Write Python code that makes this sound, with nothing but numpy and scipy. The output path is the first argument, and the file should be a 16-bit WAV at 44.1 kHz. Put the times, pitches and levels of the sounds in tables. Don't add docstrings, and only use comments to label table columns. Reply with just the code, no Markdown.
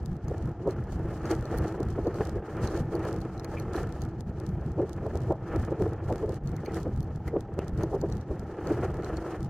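import sys
import numpy as np
from scipy import signal
from scipy.fft import rfft, irfft
from scipy.io import wavfile
from scipy.ndimage import uniform_filter1d, map_coordinates

SR = 44100
rng = np.random.default_rng(int(sys.argv[2]) if len(sys.argv) > 2 else 0)


def put_to_file(sound):
    columns = np.atleast_2d(sound).T
    safe = np.clip(columns, -1, 1)
    whole_steps = np.round(safe * 32767)
    wavfile.write(sys.argv[1], SR, whole_steps.astype(np.int16))


N = 418509
TIME = np.arange(N) / SR
USUAL_HISS_DB = -70.5


def undb(db):
    return 10 ** (np.asarray(db) / 20)


def unit(x):
    return x / np.sqrt(np.mean(x ** 2))


def wander(rate_hz):
    steps = rng.standard_normal(N // 20)
    return unit(map_coordinates(steps, [TIME * rate_hz], order=2, mode="mirror"))


def colour(x, outline, size=4096):
    hz, db = np.transpose(outline)
    bin_hz = np.maximum(np.arange(size // 2 + 1) * SR / size, 1)
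    gain = undb(np.interp(np.log(bin_hz), np.log(hz), db))
    cepstrum = irfft(np.log(gain))
    cepstrum[1:size // 2] *= 2
    cepstrum[size // 2 + 1:] = 0
    response = irfft(np.exp(rfft(cepstrum)))
    return signal.oaconvolve(np.atleast_2d(x), [response / np.linalg.norm(response)], axes=1)[:, :N]


def zero_phase(x, order, hz, kind="low"):
    return signal.sosfiltfilt(signal.butter(order, hz, kind, fs=SR, output="sos"), x)


def resonate(x, hz, *widths_hz):
    for width_hz in widths_hz:
        x = signal.lfilter(*signal.iirpeak(hz, hz / width_hz, fs=SR), x)
    return x


def add(out, start_s, sound):
    start = max(int(start_s * SR), 0)
    part = sound[..., :N - start]
    out[..., start:start + part.shape[-1]] += part


def specks(per_s, spread_db):
    hit = rng.random((2, N)) < per_s / SR
    sign = rng.choice([-1, 1], (2, N))
    return hit * sign * undb(spread_db * (rng.random((2, N)) ** 2 - 3.0))


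def swells(rows):
    t = TIME[::100]
    bells = sum(db * .5 ** ((2 * (t - centre_s) / width_s) ** 2) for centre_s, width_s, db in rows)
    return np.interp(TIME, t, bells)


# resonance in Hz, width in Hz, gain in dB.
PART_MODES = [(4294, 75, 8.5), (4560, 290, 5), (5620, 580, -0.5), (6220, 410, 2.5)]


def loose_parts(knock, detune=1):
    return sum(undb(db) * resonate(knock, hz * detune, width_hz) for hz, width_hz, db in PART_MODES)


# frequency in Hz, relative level in dB.
TYRE_SPECTRUM = [(40, -8.5), (120, 6), (270, 0.5), (330, 2), (520, -15.5), (820, -2), (1050, -21),
                 (1700, -23.5), (2300, -40.5), (6500, -50), (15000, -84)]


def tyres(hiss_db, roll_db=-47, joint_hz=37, bump_depth=0.84, decay_cycles=0.082, jiggle_gain_db=56):
    joint_phase = np.cumsum(joint_hz * (1 + 0.05 * wander(8.7))) / SR % 1
    load = unit(1 + bump_depth * undb(8.4 * wander(40)) * np.exp(-joint_phase / decay_cycles))
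    roll = colour(rng.standard_normal(N) * load, TYRE_SPECTRUM)
    shake_db = np.minimum(hiss_db, np.median(hiss_db) + 13)
    jiggles_per_s = 16 * load ** 2 * undb(0.52 * (shake_db - USUAL_HISS_DB))
    jiggle = loose_parts(specks(jiggles_per_s, spread_db=10))
    return roll * undb(roll_db) + jiggle * undb(jiggle_gain_db + shake_db)


# time in seconds, level before trim in dB, tick relative to ring in dB.
RATTLE_HITS = [(0.283, -51.5, -20), (0.709, -49, -18), (0.923, -52, -22), (1.256, -48, -18),
               (1.313, -41, -10), (1.455, -49, -17), (1.585, -40, 4.5), (1.68, -52, -20), (2.071, -50, -12),
               (2.144, -52, -16), (2.674, -42, -16), (2.772, -52, -15), (2.953, -47.5, -4),
               (3.052, -51, -7), (3.216, -50.5, -13), (3.397, -46, -20), (3.446, -44, -7), (3.599, -45, -4),
               (3.764, -46, -6), (4.019, -45, -7), (6.182, -54.5, -16), (6.474, -49, -17), (6.565, -52, -6),
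               (6.661, -47, -7), (6.802, -57, -11), (7.029, -55, -3), (7.279, -51, 1), (7.834, -45.5, -8),
               (8.015, -46, -20.5), (8.124, -46.5, -20.5), (8.212, -55.5, -26), (8.672, -46.5, -21),
               (9.046, -46, -21), (9.17, -46.5, -28)]


def rattles(rise_s=0.00041, decay_s=0.0009, touches=4, chatter_db=-11, chatter_s=0.0095,
            tick_hz=10500, tick_width_hz=4500, trim_db=-14, size=4096):
    out, t = np.zeros((2, N)), (np.arange(size) - size // 2) / SR

    def touch(lag_s):
        return np.exp(np.minimum((t - lag_s) / rise_s, (lag_s - t) / decay_s))

    for time_s, db, tick_db in RATTLE_HITS:
        chatter = sum(rng.random() * touch(lag_s) for lag_s in chatter_s * rng.standard_normal(touches))
        knock = rng.standard_normal((2, size)) * (touch(0) + undb(chatter_db) * chatter)
        tick = unit(resonate(knock, tick_hz, tick_width_hz, 2 * tick_width_hz))
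        detune = np.exp(0.04 * rng.standard_normal())
        ring = unit(loose_parts(knock, detune))
        add(out, time_s + t[0], unit(ring + undb(tick_db) * tick) * undb(db + trim_db))
    return out


# start in seconds, level before trim in dB, pitch in Hz.
SHORT_NOTES = [(2.206, -42, 1700), (2.673, -54, 4040), (3.445, -55, 2080), (3.569, -44, 2300),
               (6.581, -55, 1930), (6.658, -50.5, 2300), (6.694, -52, 1880), (6.768, -51, 1900),
               (7.277, -47.5, 1940), (7.589, -51, 2720)]


def short_notes(rise_s=0.00031, decay_s=0.013, width_hz=420, trim_db=-6, size=2048):
    out, t = np.zeros(N), np.arange(size) / SR
    for start_s, db, hz in SHORT_NOTES:
        burst = rng.standard_normal(size) * (1 - np.exp(-t / rise_s)) * np.exp(-t / decay_s)
        note = unit(resonate(burst, hz, width_hz, width_hz))
        add(out, start_s, note * undb(db + trim_db))
    return out


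# time in seconds, wind strength in dB.
HEADWIND = [(0, -60.5), (0.6, -55), (1.2, -50.5), (1.85, -50.5), (2.55, -52), (3.11, -50), (3.3, -55),
            (3.88, -51.5), (4.2, -57.5), (4.7, -55), (5.81, -50), (6.51, -55.5), (7.15, -57.5),
            (8.07, -54.5), (8.47, -55), (8.65, -46), (8.95, -48.5), (9.3, -46.5), (9.49, -60)]
# centre in seconds, width in seconds, rush rise in dB, hiss rise in dB.
WIND_GUSTS = [(0.32, 0.2, 3, 2.5), (0.711, 0.037, 6.5, 11), (1.05, 0.35, 1.5, 2), (1.26, 0.032, 7, 7),
              (1.314, 0.045, 12, 17), (1.58, 0.16, 6, 6.5), (2.209, 0.1, 5, 8.5), (2.59, 0.16, 6.5, 5),
              (2.642, 0.041, 6.5, 12), (2.77, 0.14, 5, 8.5), (3.055, 0.075, 7.5, 5), (3.56, 0.13, 6.5, 11),
              (3.78, 0.12, 9, 10), (5.535, 0.073, 8, 1), (6.66, 0.22, 3, 7.5), (6.77, 0.072, 7, 7.5),
              (7.28, 0.023, 8, 14), (7.62, 0.084, 5.5, 4), (7.819, 0.058, 8.5, 9), (8.7, 0.038, 5.5, 0.5),
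              (8.84, 0.04, 8, 7), (9.06, 0.087, 3, 3), (9.326, 0.051, 6, 4)]
# centre in seconds, width in seconds, buffet change in dB, rush change in dB (capped at 0).
WIND_LULLS = [(0.2, 0.043, -18, -4.5), (0.552, 0.054, -11.5, -5), (0.859, 0.072, -5, -0.5),
              (1.46, 0.053, -12.5, -2.5), (1.68, 0.032, -11, 0), (2.41, 0.03, -5, -11),
              (2.47, 0.068, -18, 9), (2.87, 0.061, -3, -5.5), (3.45, 0.12, -5.5, -2),
              (3.72, 0.1, -8.5, -1.5), (4.242, 0.041, -4, -10), (4.329, 0.033, -11, -5),
              (4.729, 0.089, -4.5, -4), (5.38, 0.12, -5, -4), (5.77, 0.03, -16, 0),
              (6.405, 0.043, -13, -14), (6.669, 0.079, -10, 0.5), (7.21, 0.066, -6.5, -3.5),
              (7.47, 0.08, -12, -4), (8.259, 0.04, -14, -6), (8.55, 0.14, -11, -3), (9.249, 0.15, -6, 0)]
# centre in seconds, width in seconds, buffet rise in dB.
WIND_SHOVES = [(0.46, 0.073, 4.5), (0.97, 0.027, 4), (1.61, 0.04, 6.5), (1.85, 0.068, 4), (2.2, 0.025, 3.5),
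               (2.64, 0.05, 4), (2.815, 0.035, 6), (5.17, 0.027, 5.5), (5.62, 0.0605, 6.5),
               (5.82, 0.041, 9.5), (6.5, 0.045, 7.5), (7.27, 0.04, 4.5), (8.16, 0.058, 5)]


def airflow(usual_wind_db=-53, usual_buffet_db=-33.5, unrest_hz=14, unrest_db=1.19, sputter_db=1.76):
    wind = np.interp(TIME, *np.transpose(HEADWIND)) - usual_wind_db
    unrest = unrest_db * wander(unrest_hz)
    sputter = sputter_db * wander(unrest_hz)
    rush_gust = swells((s, width_s, db) for s, width_s, db, _ in WIND_GUSTS)
    hiss_gust = swells((s, width_s, db) for s, width_s, _, db in WIND_GUSTS)
    buffet_lull = swells((s, width_s, db) for s, width_s, db, _ in WIND_LULLS)
    rush_lull = swells((s, width_s, min(db, 0)) for s, width_s, _, db in WIND_LULLS)
    buffet_db = usual_buffet_db + swells(WIND_SHOVES) + buffet_lull
    rush_db = usual_wind_db + wind + unrest + rush_gust + rush_lull
    hiss_db = USUAL_HISS_DB + 0.98 * wind + unrest + hiss_gust + 1.43 * rush_lull + sputter
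    return buffet_db, rush_db, hiss_db


# frequency in Hz, relative level in dB.
HISS_SPECTRUM = [(1500, -33), (3000, 3.5), (3600, -3.5), (4200, 0), (5200, -1), (6500, -1), (8000, -5.5),
                 (11000, -10.5), (16000, -17)]


def hissing(hiss_db, air_gain_db=1.1, flicker_db=3, crackle_gain_db=43, clump_db=6, sheen_hz=8000):
    excess_db = hiss_db - USUAL_HISS_DB
    air = rng.standard_normal((2, N)) * undb(air_gain_db + flicker_db * wander(64))
    crackles_per_s = 60 * undb(excess_db + clump_db * wander(30))
    crackle = specks(crackles_per_s, spread_db=12.5) * undb(crackle_gain_db)
    hiss = colour((air + crackle) * undb(hiss_db), HISS_SPECTRUM)
    dull = zero_phase(hiss, 3, sheen_hz)
    sheen_db = np.minimum(1.4 * excess_db - 3.5, 1)
    return dull + (hiss - dull) * undb(sheen_db)


# frequency in Hz, relative level in dB.
POP_SPECTRUM = [(500, 5), (2500, -8), (3300, 0.5), (4300, 1.5), (6500, 0.5), (9000, -4), (13000, -9),
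                (16000, -19)]
# time in seconds, level before trim and filter in dB, port (0 left, 1 right).
LOUD_POPS = [(0.06, -25.5, 0), (1.352, -28, 1), (1.725, -35, 1), (1.804, -30, 1), (1.831, -28, 1),
             (2.253, -25.5, 1), (2.272, -28, 1), (2.295, -26, 1), (3.925, -29.5, 0), (4.208, -26.5, 0),
             (4.401, -28.5, 0), (4.466, -27.5, 0), (4.895, -29, 1), (4.932, -27, 1), (5.174, -26.5, 0),
             (5.562, -27, 1), (5.651, -29.5, 1), (5.822, -27, 0), (6.126, -27.5, 1), (6.159, -28, 1),
             (6.323, -33, 1), (6.344, -30, 1), (6.745, -24, 1), (6.831, -30, 1), (6.963, -34.5, 1),
             (7.006, -29.5, 1), (7.408, -27.5, 1), (7.591, -24.5, 1), (7.682, -26, 1), (8.17, -31.5, 1),
             (8.721, -32.5, 0), (9.43, -29.5, 0)]


def pops(buffet, hiss_db, crest_over_rms=1.8, over_hiss_db=31, scatter_db=5.5, trim_db=3,
         soften_db=-30, soften_s=0.0044, size=1024):
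    crests, _ = signal.find_peaks(np.abs(unit(buffet[0])), height=crest_over_rms, distance=size // 2)
    small_db = over_hiss_db + np.minimum(hiss_db, np.median(hiss_db))
    small_pops = [(i / SR, small_db[i] + scatter_db * rng.standard_normal(), rng.random())
                  for i in crests]
    out, t = np.zeros((2, N)), (np.arange(size) - size // 2) / SR
    for time_s, db, port in list(LOUD_POPS) + small_pops:
        impulse = t == 0
        soft_edge = undb(soften_db) * rng.standard_normal(size) * np.exp(-np.abs(t) / soften_s)
        add(out[int(port > .5)], time_s + t[0], (impulse + soft_edge) * undb(db + trim_db))
    return colour(out, POP_SPECTRUM)


# time in seconds, level in dB.
AIR_SLAPS = [(2.186, -24), (2.208, -17), (5.824, -22), (6.127, -21.5), (6.158, -26), (7.368, -26),
             (7.591, -21), (7.81, -24)]


def slaps(edge_s=0.00014, settle_s=0.0023, size=1024):
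    out, t = np.zeros(N), (np.arange(size) - size // 2) / SR
    jump = np.tanh(t / edge_s) * np.exp(-np.abs(t) / settle_s)
    for time_s, db in AIR_SLAPS:
        add(out, time_s + t[0], jump * undb(db))
    return out


# centre in seconds, level in dB, length in seconds, pitch in Hz, spit relative to hoot in dB.
PORT_EDDIES = [(0.315, -24.5, 0.0031, 430, -21), (0.679, -22, 0.019, 384, -20),
               (1.807, -25, 0.0062, 355, -29), (1.99, -23.5, 0.0068, 346, -29),
               (2.074, -22.5, 0.013, 400, -23), (2.214, -24.5, 0.012, 413, -14.5),
               (2.365, -28, 0.012, 372, -37), (2.953, -25.5, 0.018, 363, -18),
               (4.801, -22, 0.014, 390, -37), (4.834, -24.5, 0.01, 380, -36.5),
               (5.063, -31.5, 0.028, 407, -17), (5.153, -28, 0.0099, 392, -13),
               (5.309, -19.5, 0.0071, 413, -24), (5.323, -26.5, 0.008, 597, -8),
               (5.724, -23.5, 0.0053, 410, -31), (5.815, -22, 0.012, 394, -27),
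               (5.865, -27, 0.014, 380, -23), (6.109, -33.5, 0.014, 544, -1), (6.125, -26, 0.013, 402, -25),
               (6.241, -25, 0.015, 392, -22), (6.296, -32, 0.019, 403, -39), (6.682, -30, 0.0064, 370, -18),
               (6.871, -28, 0.014, 373, -33), (7.341, -25.5, 0.0075, 398, -32),
               (7.367, -19, 0.0059, 383, -29), (7.588, -22, 0.0027, 390, -17),
               (7.839, -24, 0.0071, 343, -20), (7.948, -24.5, 0.026, 410, -19),
               (8.042, -23.5, 0.012, 386, -29), (8.313, -31.5, 0.032, 348, -32),
               (8.715, -19.5, 0.01, 354, -31), (8.788, -30, 0.014, 332, -23), (8.843, -32, 0.022, 344, -10)]


def eddies(hoot_width_hz=170, spit_hz=730, spit_width_hz=420, band_hz=(240, 1300), size=6144):
    out, t = np.zeros(N), (np.arange(size) - size // 2) / SR
    for centre_s, db, length_s, hz, spit_db in PORT_EDDIES:
        air = rng.standard_normal((2, size))
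        swell = np.hanning(size) / np.sqrt(1 + (2 * t / length_s) ** 2)
        hoot = resonate(air[0], hz, hoot_width_hz, hoot_width_hz)
        strength = np.sqrt(uniform_filter1d(hoot ** 2, size=400) + 1e-12)
        hoot = unit(hoot / strength)
        spit = unit(resonate(air[1], spit_hz, spit_width_hz, spit_width_hz))
        add(out, centre_s + t[0], (hoot + undb(spit_db) * spit) * swell * undb(db))
    return zero_phase(out, 3, band_hz, "band")


# frequency in Hz, relative level in dB.
RUSH_SPECTRUM = [(150, -22.5), (290, -10), (324, 5.5), (360, -0.5), (405, -3), (470, -2.5), (540, -8.5),
                 (690, -10.5), (820, -12), (940, -17), (1120, -19.5), (1310, -15), (1520, -23),
                 (1780, -21.5), (1950, -28.5), (3100, -39.5), (5000, -70)]


def rushing(rush_db, flutter_db=2, throb_db=2, split_hz=850, body_gain_db=11, edge_gain_db=12):
    air = colour(rng.standard_normal(N) * undb(flutter_db * wander(110)), RUSH_SPECTRUM)
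    body = zero_phase(air, 2, split_hz)
    edge = air - body
    mean_db = np.mean(rush_db)
    body_db = body_gain_db + mean_db + 0.87 * (rush_db - mean_db) + throb_db * wander(35)
    return body * undb(body_db) + edge * undb(rush_db + edge_gain_db)


# frequency in Hz, relative level in dB.
BUFFET_SPECTRUM = [(15, -17), (30, -6), (55, -3), (90, -2), (135, 0), (190, -5), (260, -12), (400, -32),
                   (900, -68)]


def buffeting(buffet_db, shed_hz=22, swing_hz=90, swing_db=-2, levelling=0.72, flutter_db=2.5):
    shed_cycles = np.cumsum(shed_hz * np.exp(.3 * wander(22))) / SR
    swing_cycles = np.cumsum(swing_hz * np.exp(.27 * wander(45))) / SR
    swings = unit(np.sin(np.pi * shed_cycles) ** 2 * np.sin(2 * np.pi * swing_cycles))
    rumble = colour(rng.standard_normal(N), BUFFET_SPECTRUM)
    pressure = rumble + undb(swing_db) * swings
    strength = np.sqrt(uniform_filter1d(unit(pressure) ** 2, size=3000) + 1e-6)
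    return unit(pressure / strength ** levelling) * undb(buffet_db + flutter_db * wander(16))


def scene():
    buffet_db, rush_db, hiss_db = airflow()
    bike = tyres(hiss_db) + rattles()
    notes = short_notes()
    buffet = buffeting(buffet_db)
    wind = buffet + rushing(rush_db) + eddies() + hissing(hiss_db) + pops(buffet, hiss_db) + slaps()
    return bike + notes + wind


def record(dry, mono_below_hz=3090, top_hz=16000):
    mid, side = (dry[0] + dry[1]) / 2, (dry[0] - dry[1]) / 2
    side = zero_phase(side, 6, mono_below_hz, "high")
    top_cut = signal.ellip(10, .2, 70, top_hz, fs=SR, output="sos")
    return signal.sosfilt(top_cut, [mid + side, mid - side])


dry = scene()
out = record(dry)
put_to_file(out)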